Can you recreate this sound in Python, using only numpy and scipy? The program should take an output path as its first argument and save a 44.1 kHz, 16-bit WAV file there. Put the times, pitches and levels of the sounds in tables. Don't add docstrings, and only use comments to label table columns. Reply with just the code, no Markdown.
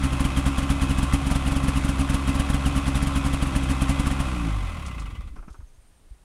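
import sys
import numpy as np
from scipy import signal
from scipy.fft import rfft, irfft, next_fast_len
from scipy.io import wavfile
from scipy.ndimage import map_coordinates

SR = 44100
rng = np.random.default_rng(int(sys.argv[2]) if len(sys.argv) > 2 else 0)


def wav_out(sig):
    wavfile.write(sys.argv[1], SR, np.round(np.clip(np.atleast_2d(sig).T, -1, 1) * 32767).astype(np.int16))


N = 275178
IDLE_HZ, CUT_S = 67.3, 4.245

# (time [s], accent [dB], strokes firing in a row [count])
POP_PATTERN = [(.04, -2.5, 2), (.131, -5.5, 1), (.207, -1, 1), (.253, -0.5, 1), (.374, -.5, 2),
               (.466, -1, 2), (.585, -0.5, 1), (.63, -7.5, 1), (.704, 0.5, 2), (.821, -1, 2),
               (.897, -5.5, 2), (.987, -1.5, 1), (1.032, -1, 1), (1.138, 2, 2), (1.27, -2.5, 1),
               (1.315, .5, 1), (1.359, -0.5, 1), (1.463, -6, 2), (1.522, -3, 1), (1.566, -1.5, 1),
               (1.64, -4.5, 1), (1.685, 0, 1), (1.76, -6, 2), (1.849, -3, 1), (1.893, -1, 1),
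               (1.997, -2.5, 2), (2.101, -1, 1), (2.146, 0, 1), (2.279, -4, 2), (2.355, -3.5, 1),
               (2.4, 0, 1), (2.502, -1.5, 1), (2.545, -1.5, 1), (2.663, 0, 2), (2.764, -2.5, 2),
               (2.867, -6.5, 2), (2.957, -2, 2), (3.029, -2, 1), (3.073, -2.5, 1), (3.161, -2, 2),
               (3.25, -7, 2), (3.338, -1.5, 1), (3.427, -1, 1), (3.472, -7.5, 1), (3.563, 0, 1),
               (3.637, -7.5, 1), (3.699, -4, 2), (3.821, 0.5, 1), (3.896, 0, 2), (3.999, -1, 1),
               (4.071, -1, 1), (4.115, -3.5, 1), (4.204, -2.5, 1)]
# (frequency [Hz], width [Hz], gain [dB])
PIPE_MODES = [(53, 13, -20.5), (66, 46.4, -18.5), (169, 61, -22), (279.5, 18.6, 0), (600, 25, 14)]
# (frequency [Hz], level [dB])
GAS_SPECTRUM = [(300, -46), (480, 10), (900, 8.5), (1800, 4.5), (3000, 0.5), (4200, -3), (6000, -3.5),
                (8500, -2.5), (10200, 0.5), (11500, -14), (13500, -20), (15500, -28)]
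# (frequency [Hz], level [dB])
CRACK_SPECTRUM = [(3500, 3), (6000, -18.5), (8500, 2), (10300, 5), (12000, -2), (15500, -13)]
# (frequency [Hz], level [dB])
COMBUSTION_SPECTRUM = [(700, -12), (1050, -1), (1350, 5), (1900, -0.5), (2700, -7), (4000, -13),
                       (10000, -21), (12000, -42)]
# (frequency [Hz], gain [dB])
AIRBOX_EQ = [(12, -7), (22, -29), (36, -15), (47, 7.5), (67, 2), (100, 5.5), (135, 1), (165, 6.5),
             (200, -2.5), (235, -9), (278, 11.5), (335, -2), (400, -30), (600, 0), (900, -50)]
# (time [s], gain [dB])
OVERTONE_RIDE = [(4.2, -1), (4.35, 4), (4.5, 4.5), (4.6, -13), (4.8, -7.5), (5.0, -5.5), (5.3, -2.5)]
# (frequency [Hz], level [dB])
CHURN_SPECTRUM = [(16, -7), (30, 0.5), (60, -9), (95, -3), (125, 0), (175, -4), (230, -6.5), (290, -7),
                  (370, -16.5), (600, -42), (2000, -80)]
# (frequency [Hz], width [Hz], gain [dB])
CASING_MODES = [(582, 82, -1.5), (776, 59, -1.5), (1064.4, 39, 4), (1152, 84, 1.5), (1314, 48, -2),
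                (1394, 24, -10), (1866, 49, -11.5), (2030, 21.6, 1), (2225, 88, -9.5), (2454, 33, -4),
                (2405, 43, -24), (2548, 30, -1), (2787, 17, -22), (2940, 42, -39), (3030, 15, -3),
                (3254, 26, -2.5), (3490, 18, -5), (3670, 52, -13)]
# (frequency [Hz], width [Hz], gain [dB])
CLUTCH_MODES = [(1190, 100, 5), (2030, 83, 4.5), (2200, 160, -8), (2390, 111, -21), (2940, 77, -22)]
# (frequency [Hz], level [dB])
RATTLE_SPECTRUM = [(380, -4), (560, 4.5), (900, 9), (1120, 7.5), (1400, 6), (1700, 0), (2070, -0.5),
                   (2650, 2), (3200, -9), (4000, -23), (6000, -61), (12000, -80)]
# (frequency [Hz], level [dB])
HISS_SPECTRUM = [(2500, 1.5), (3500, -3), (4300, -5), (5400, -4.5), (8000, -6), (9900, -4.5),
                 (11800, -17.5), (14000, -24), (15600, -31)]
# (time [s], level [dB])
KNOCK_CUES = [(5.361, -45), (5.383, -48.5), (5.425, -50), (5.479, -45), (5.542, -51.5), (5.603, -56)]
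# (frequency [Hz], level [dB])
KNOCK_SPECTRUM = [(120, -31), (200, -5), (307, -2.5), (470, -15.5), (1310, -6), (1920, -25), (2550, -21),
                  (3750, -43), (6000, -30), (7800, -60), (13200, -120)]
# (time [s], level [dB])
SCRAPE_CUES = [(4.862, -43), (4.997, -46.5), (5.502, -61), (5.527, -61)]
# (frequency [Hz], level [dB])
SCRAPE_SPECTRUM = [(1500, -26), (3500, 4), (6000, 4), (8300, 1), (10300, 0), (13000, -31)]
# (time [s], pitch [Hz], level [dB])
THUMP_CUES = [(5.191, 50.4, -28), (5.262, 46.8, -30), (5.385, 38.4, -29.5), (5.479, 187, -36),
              (5.505, 55.5, -36), (5.59, 68.6, -35), (5.628, 43.3, -35.5), (5.778, 59, -45.5),
              (6.109, 45, -35.5)]
# (time [s], length [s], start pitch [Hz], middle pitch [Hz], end pitch [Hz], level [dB])
BIRD_CUES = [(5.45, 0.28, 6400, 6430, 6450, -75), (5.665, .028, 6460, 6350, 5600, -67),
             (5.72, 0.071, 6450, 6440, 7000, -74), (5.803, .08, 8850, 8550, 8450, -73),
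             (5.865, .035, 9100, 9120, 9100, -68), (5.925, .1, 8850, 8600, 8780, -73),
             (6.087, .07, 8700, 8660, 8450, -74)]
# (frequency [Hz], level [dB])
WIND_SPECTRUM = [(11, -27), (18, 10.5), (66, -10), (131, -17.5), (217, -22.5), (250, -22.5), (2210, -35),
                 (3680, -37.5), (5320, -39.5), (7900, -39.5), (8850, -33.5), (10200, -39.5), (15600, -53)]


def exhaust(soft_hz=181, pop_db=-10, gas_db=-30.5, crack_db=-40):
    times, accent_db = firings()
    pipe = lambda f: -resonances(PIPE_MODES)(f) * np.exp(-(f / soft_hz) ** 2)
    single_pop = filtered(impulses(np.ones(1), np.ones(1)), pipe)
    pops = filtered(impulses(times + .00044, amp(accent_db)), pipe) / np.abs(single_pop).max()
    gas = noise(GAS_SPECTRUM) * bursts(times + .0028, amp(accent_db), rise=.0091, decay=.012)
    crack = noise(CRACK_SPECTRUM) * bursts(times - .004, amp(1.3 * accent_db), rise=.0015, decay=.011)
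    return amp(pop_db) * pops + amp(gas_db) * gas + amp(crack_db) * crack


def firings(second_db=-5, carryover=.44):
    times, db, in_a_row = np.transpose(POP_PATTERN)
    twice = in_a_row > 1
    return np.r_[times, times[twice] + 1 / IDLE_HZ], np.r_[db, second_db - carryover * db[twice]]


def speed(friction_hz_per_s=43.4, drag_per_s=.22):
    brake = friction_hz_per_s / drag_per_s / IDLE_HZ
    since_cut = np.maximum(clock() - CUT_S, 0)
    return np.maximum((1 + brake) * np.exp(-drag_per_s * since_cut) - brake, 0)


def crank():
    t, fired = clock(), np.array(POP_PATTERN)[:, 0]
    strokes = np.r_[0, np.cumsum(np.round(np.diff(fired) * IDLE_HZ))]
    lead_in = IDLE_HZ * np.minimum(t - fired[0], 0)
    coasting = IDLE_HZ * np.cumsum(speed() * (t > fired[-1])) / SR
    return lead_in + np.interp(t, fired, strokes) + coasting


def cylinder(times):
    return np.round(np.interp(times, clock(), crank())) % 2


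def combustion(knock_db=-36, harder_db=5, lead_s=.012):
    times, accent_db = firings()
    sizes = amp(knock_db + .78 * accent_db + harder_db * cylinder(times))
    return noise(COMBUSTION_SPECTRUM) * bursts(times - lead_s, sizes, rise=.0018, decay=.0066)


def pings(start_hz=3280, fall_hz=560, fall_s=.025, spread_hz=120, strike_db=-35, ring_db=-41):
    times, accent_db = firings()
    detune, scatter_db = rng.standard_normal((len(times), 2)).T
    ignitions = np.array(POP_PATTERN)[:, 0] - .009
    latest = np.maximum(np.searchsorted(ignitions, clock() + .006) - 1, 0)
    cooling = np.clip((clock() - ignitions[latest]) / fall_s, 0, 1.4)
    hz = start_hz + spread_hz * detune[latest] - fall_hz * cooling + 90 * wobble(500)
    sizes = amp(strike_db + accent_db + scatter_db) * (1 - cylinder(times))
    strike = bursts(times - .0095, sizes, rise=.0025, decay=.01)
    ring = bursts(times + .0034, amp(ring_db + accent_db / 2), rise=.0035, decay=.015)
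    return (strike + ring) * amp(3 * wobble(400)) * tone(hz)


def pumping(strokes, pump_db=-28.5, churn_db=-34.5):
    pace, phase = speed(), 2 * np.pi * strokes
    lower = amp(1.2 * pace * wobble(45))
    smear = .09 * pace * wobble(30)
    ride_db = np.interp(clock(), *np.transpose(OVERTONE_RIDE))
    upper = amp(ride_db + 2.7 * pace * wobble(25))
    saw = sum((upper if k > 2 else lower) * np.sin(k * (phase + smear)) / k for k in range(1, 7))
    throb = filtered(amp(pump_db) * pace ** .053 * saw, colour(AIRBOX_EQ))
    churn = unit(1 + .5 * np.sin(phase)) * noise(CHURN_SPECTRUM)
    return throb + amp(churn_db) * pace ** 1.1 * churn


def clatter(strokes, metal_db=-36, hiss_db=-46.5, hood_hz=4600, slack_speed=.19):
    pace = speed()
    times, _ = slaps(strokes)
    jitter, scatter_db = rng.standard_normal((len(times), 2)).T
    times, sizes = times + .0001 * jitter, amp(scatter_db)
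    pulse = unit(pace ** .62 + bursts(times, sizes, rise=.0035, decay=.012))
    casing_scuff, clutch_scuff = pulse * rng.standard_normal((2, N))
    casing = lambda f: resonances(CASING_MODES)(f) / (1 + (f / hood_hz) ** 6)
    slap = pace ** 2 * unit(filtered(impulses(times, sizes), casing))
    ring = unit(filtered(casing_scuff, casing))
    clutch = unit(filtered(clutch_scuff, resonances(CLUTCH_MODES))) * np.sqrt(np.abs(1 - pace))
    rattle = np.sqrt(pace) * pulse * noise(RATTLE_SPECTRUM)
    metal = amp(-7) * slap + amp(-3.5) * ring + amp(-4.5) * clutch + amp(-6) * rattle
    taut = pace ** 4 / (pace ** 4 + slack_speed ** 4)
    hiss = unit(pulse + .053) * noise(HISS_SPECTRUM)
    return amp(metal_db) * pace ** .45 * taut * metal + amp(hiss_db) * pace ** .99 * hiss


def slaps(strokes, lag_strokes=.42):
    at = np.flatnonzero(np.diff(np.floor(strokes - lag_strokes)) > 0)
    return at / SR, IDLE_HZ * speed()[at]


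def belt(strokes, rasp_db=-46.5, start_hz=2740, rise_hz=340, glide_s=.024, waver_hz=110):
    times, stroke_hz = slaps(strokes)
    times = times[(stroke_hz > 18) & (stroke_hz < 37.6)][::2]
    t = clock()
    nearest = times[np.abs(t - times[:, None]).argmin(axis=0)]
    glide = np.clip((t - nearest + .0037) / glide_s, 0, 1)
    hz = start_hz + rise_hz * glide + waver_hz * wobble(700)
    envelope = bursts(times, np.ones(len(times)), rise=.006, decay=.011)
    return envelope * amp(rasp_db + 2 * wobble(410)) * tone(hz)


def settling():
    times, db = np.transpose(KNOCK_CUES)
    knocks = noise(KNOCK_SPECTRUM) * bursts(times + .0042, amp(db), rise=.0049, decay=.018)
    times, db = np.transpose(SCRAPE_CUES)
    scrapes = noise(SCRAPE_SPECTRUM) * bursts(times + .0026, amp(db), rise=.0033, decay=.016)
    thumps = np.zeros(N)
    for start, hz, db in THUMP_CUES:
        cycles = np.maximum(clock() - start, 0) * hz
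        envelope = cycles / .28 * np.exp(1 - cycles / .38)
        thumps -= amp(db) * envelope * np.sin(2 * np.pi * cycles)
    return knocks + scrapes + thumps


def birds(waver_hz=90, flutter_db=3):
    out, waver = np.zeros(N), waver_hz * wobble(300)
    for start, length, *pitches, db in BIRD_CUES:
        span = np.arange(round(start * SR), min(round((start + length) * SR), N))
        progress = (span / SR - start) / length
        hz = np.interp(progress, [0, .5, 1], pitches) + waver[span]
        envelope = np.sqrt(np.abs(np.sin(np.pi * progress)))
        out[span] += amp(db) * envelope * tone(hz)
    return out * amp(flutter_db * wobble(60))


def wind(level_db=-51):
    return amp(level_db) * noise(WIND_SPECTRUM)


def amp(db):
    return 10 ** (np.asarray(db) / 20)


def unit(x):
    return x / np.sqrt(np.mean(x ** 2) + 1e-20)


def clock():
    return np.arange(N) / SR


def tone(hz):
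    return np.sin(2 * np.pi * np.cumsum(hz) / SR)


def wobble(rate):
    return map_coordinates(rng.standard_normal(int(N * rate / SR) + 4), [clock() * rate])


def filtered(x, response):
    size = next_fast_len(N + SR // 2)
    return irfft(rfft(x, size) * response(np.fft.rfftfreq(size, 1 / SR)), size)[..., :N]


def colour(points):
    f, db = np.transpose(points)
    return lambda hz: amp(np.interp(np.log(hz + 1), np.log(f + 1), db)) * np.minimum(hz / f[0], 1) ** 2


def resonances(modes):
    return lambda f: sum(amp(db) * 1j * f * w / (c * c - f * f + 1j * f * w) for c, w, db in modes)


def noise(points):
    return unit(filtered(rng.standard_normal(N), colour(points)))


def impulses(times, sizes):
    return np.bincount(np.clip(np.round(times * SR).astype(int), 0, N - 1), sizes, N)


def bursts(times, sizes, rise, decay):
    t = np.arange(-SR // 10, SR // 4) / SR
    shape = np.exp(-2 * np.where(t < 0, (t / rise) ** 2, t / decay))
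    power = signal.fftconvolve(impulses(times, sizes ** 2), shape)[SR // 10:][:N]
    return np.sqrt(np.abs(power))


def scene():
    strokes = crank()
    engine = pumping(strokes) + exhaust() + combustion() + pings() + clatter(strokes)
    return (engine + wind() + belt(strokes) + settling() + birds())[None]


def record(dry, top_hz=15780):
    return filtered(dry[0], lambda hz: hz < top_hz)[None]


dry = scene()
out = record(dry)
wav_out(out)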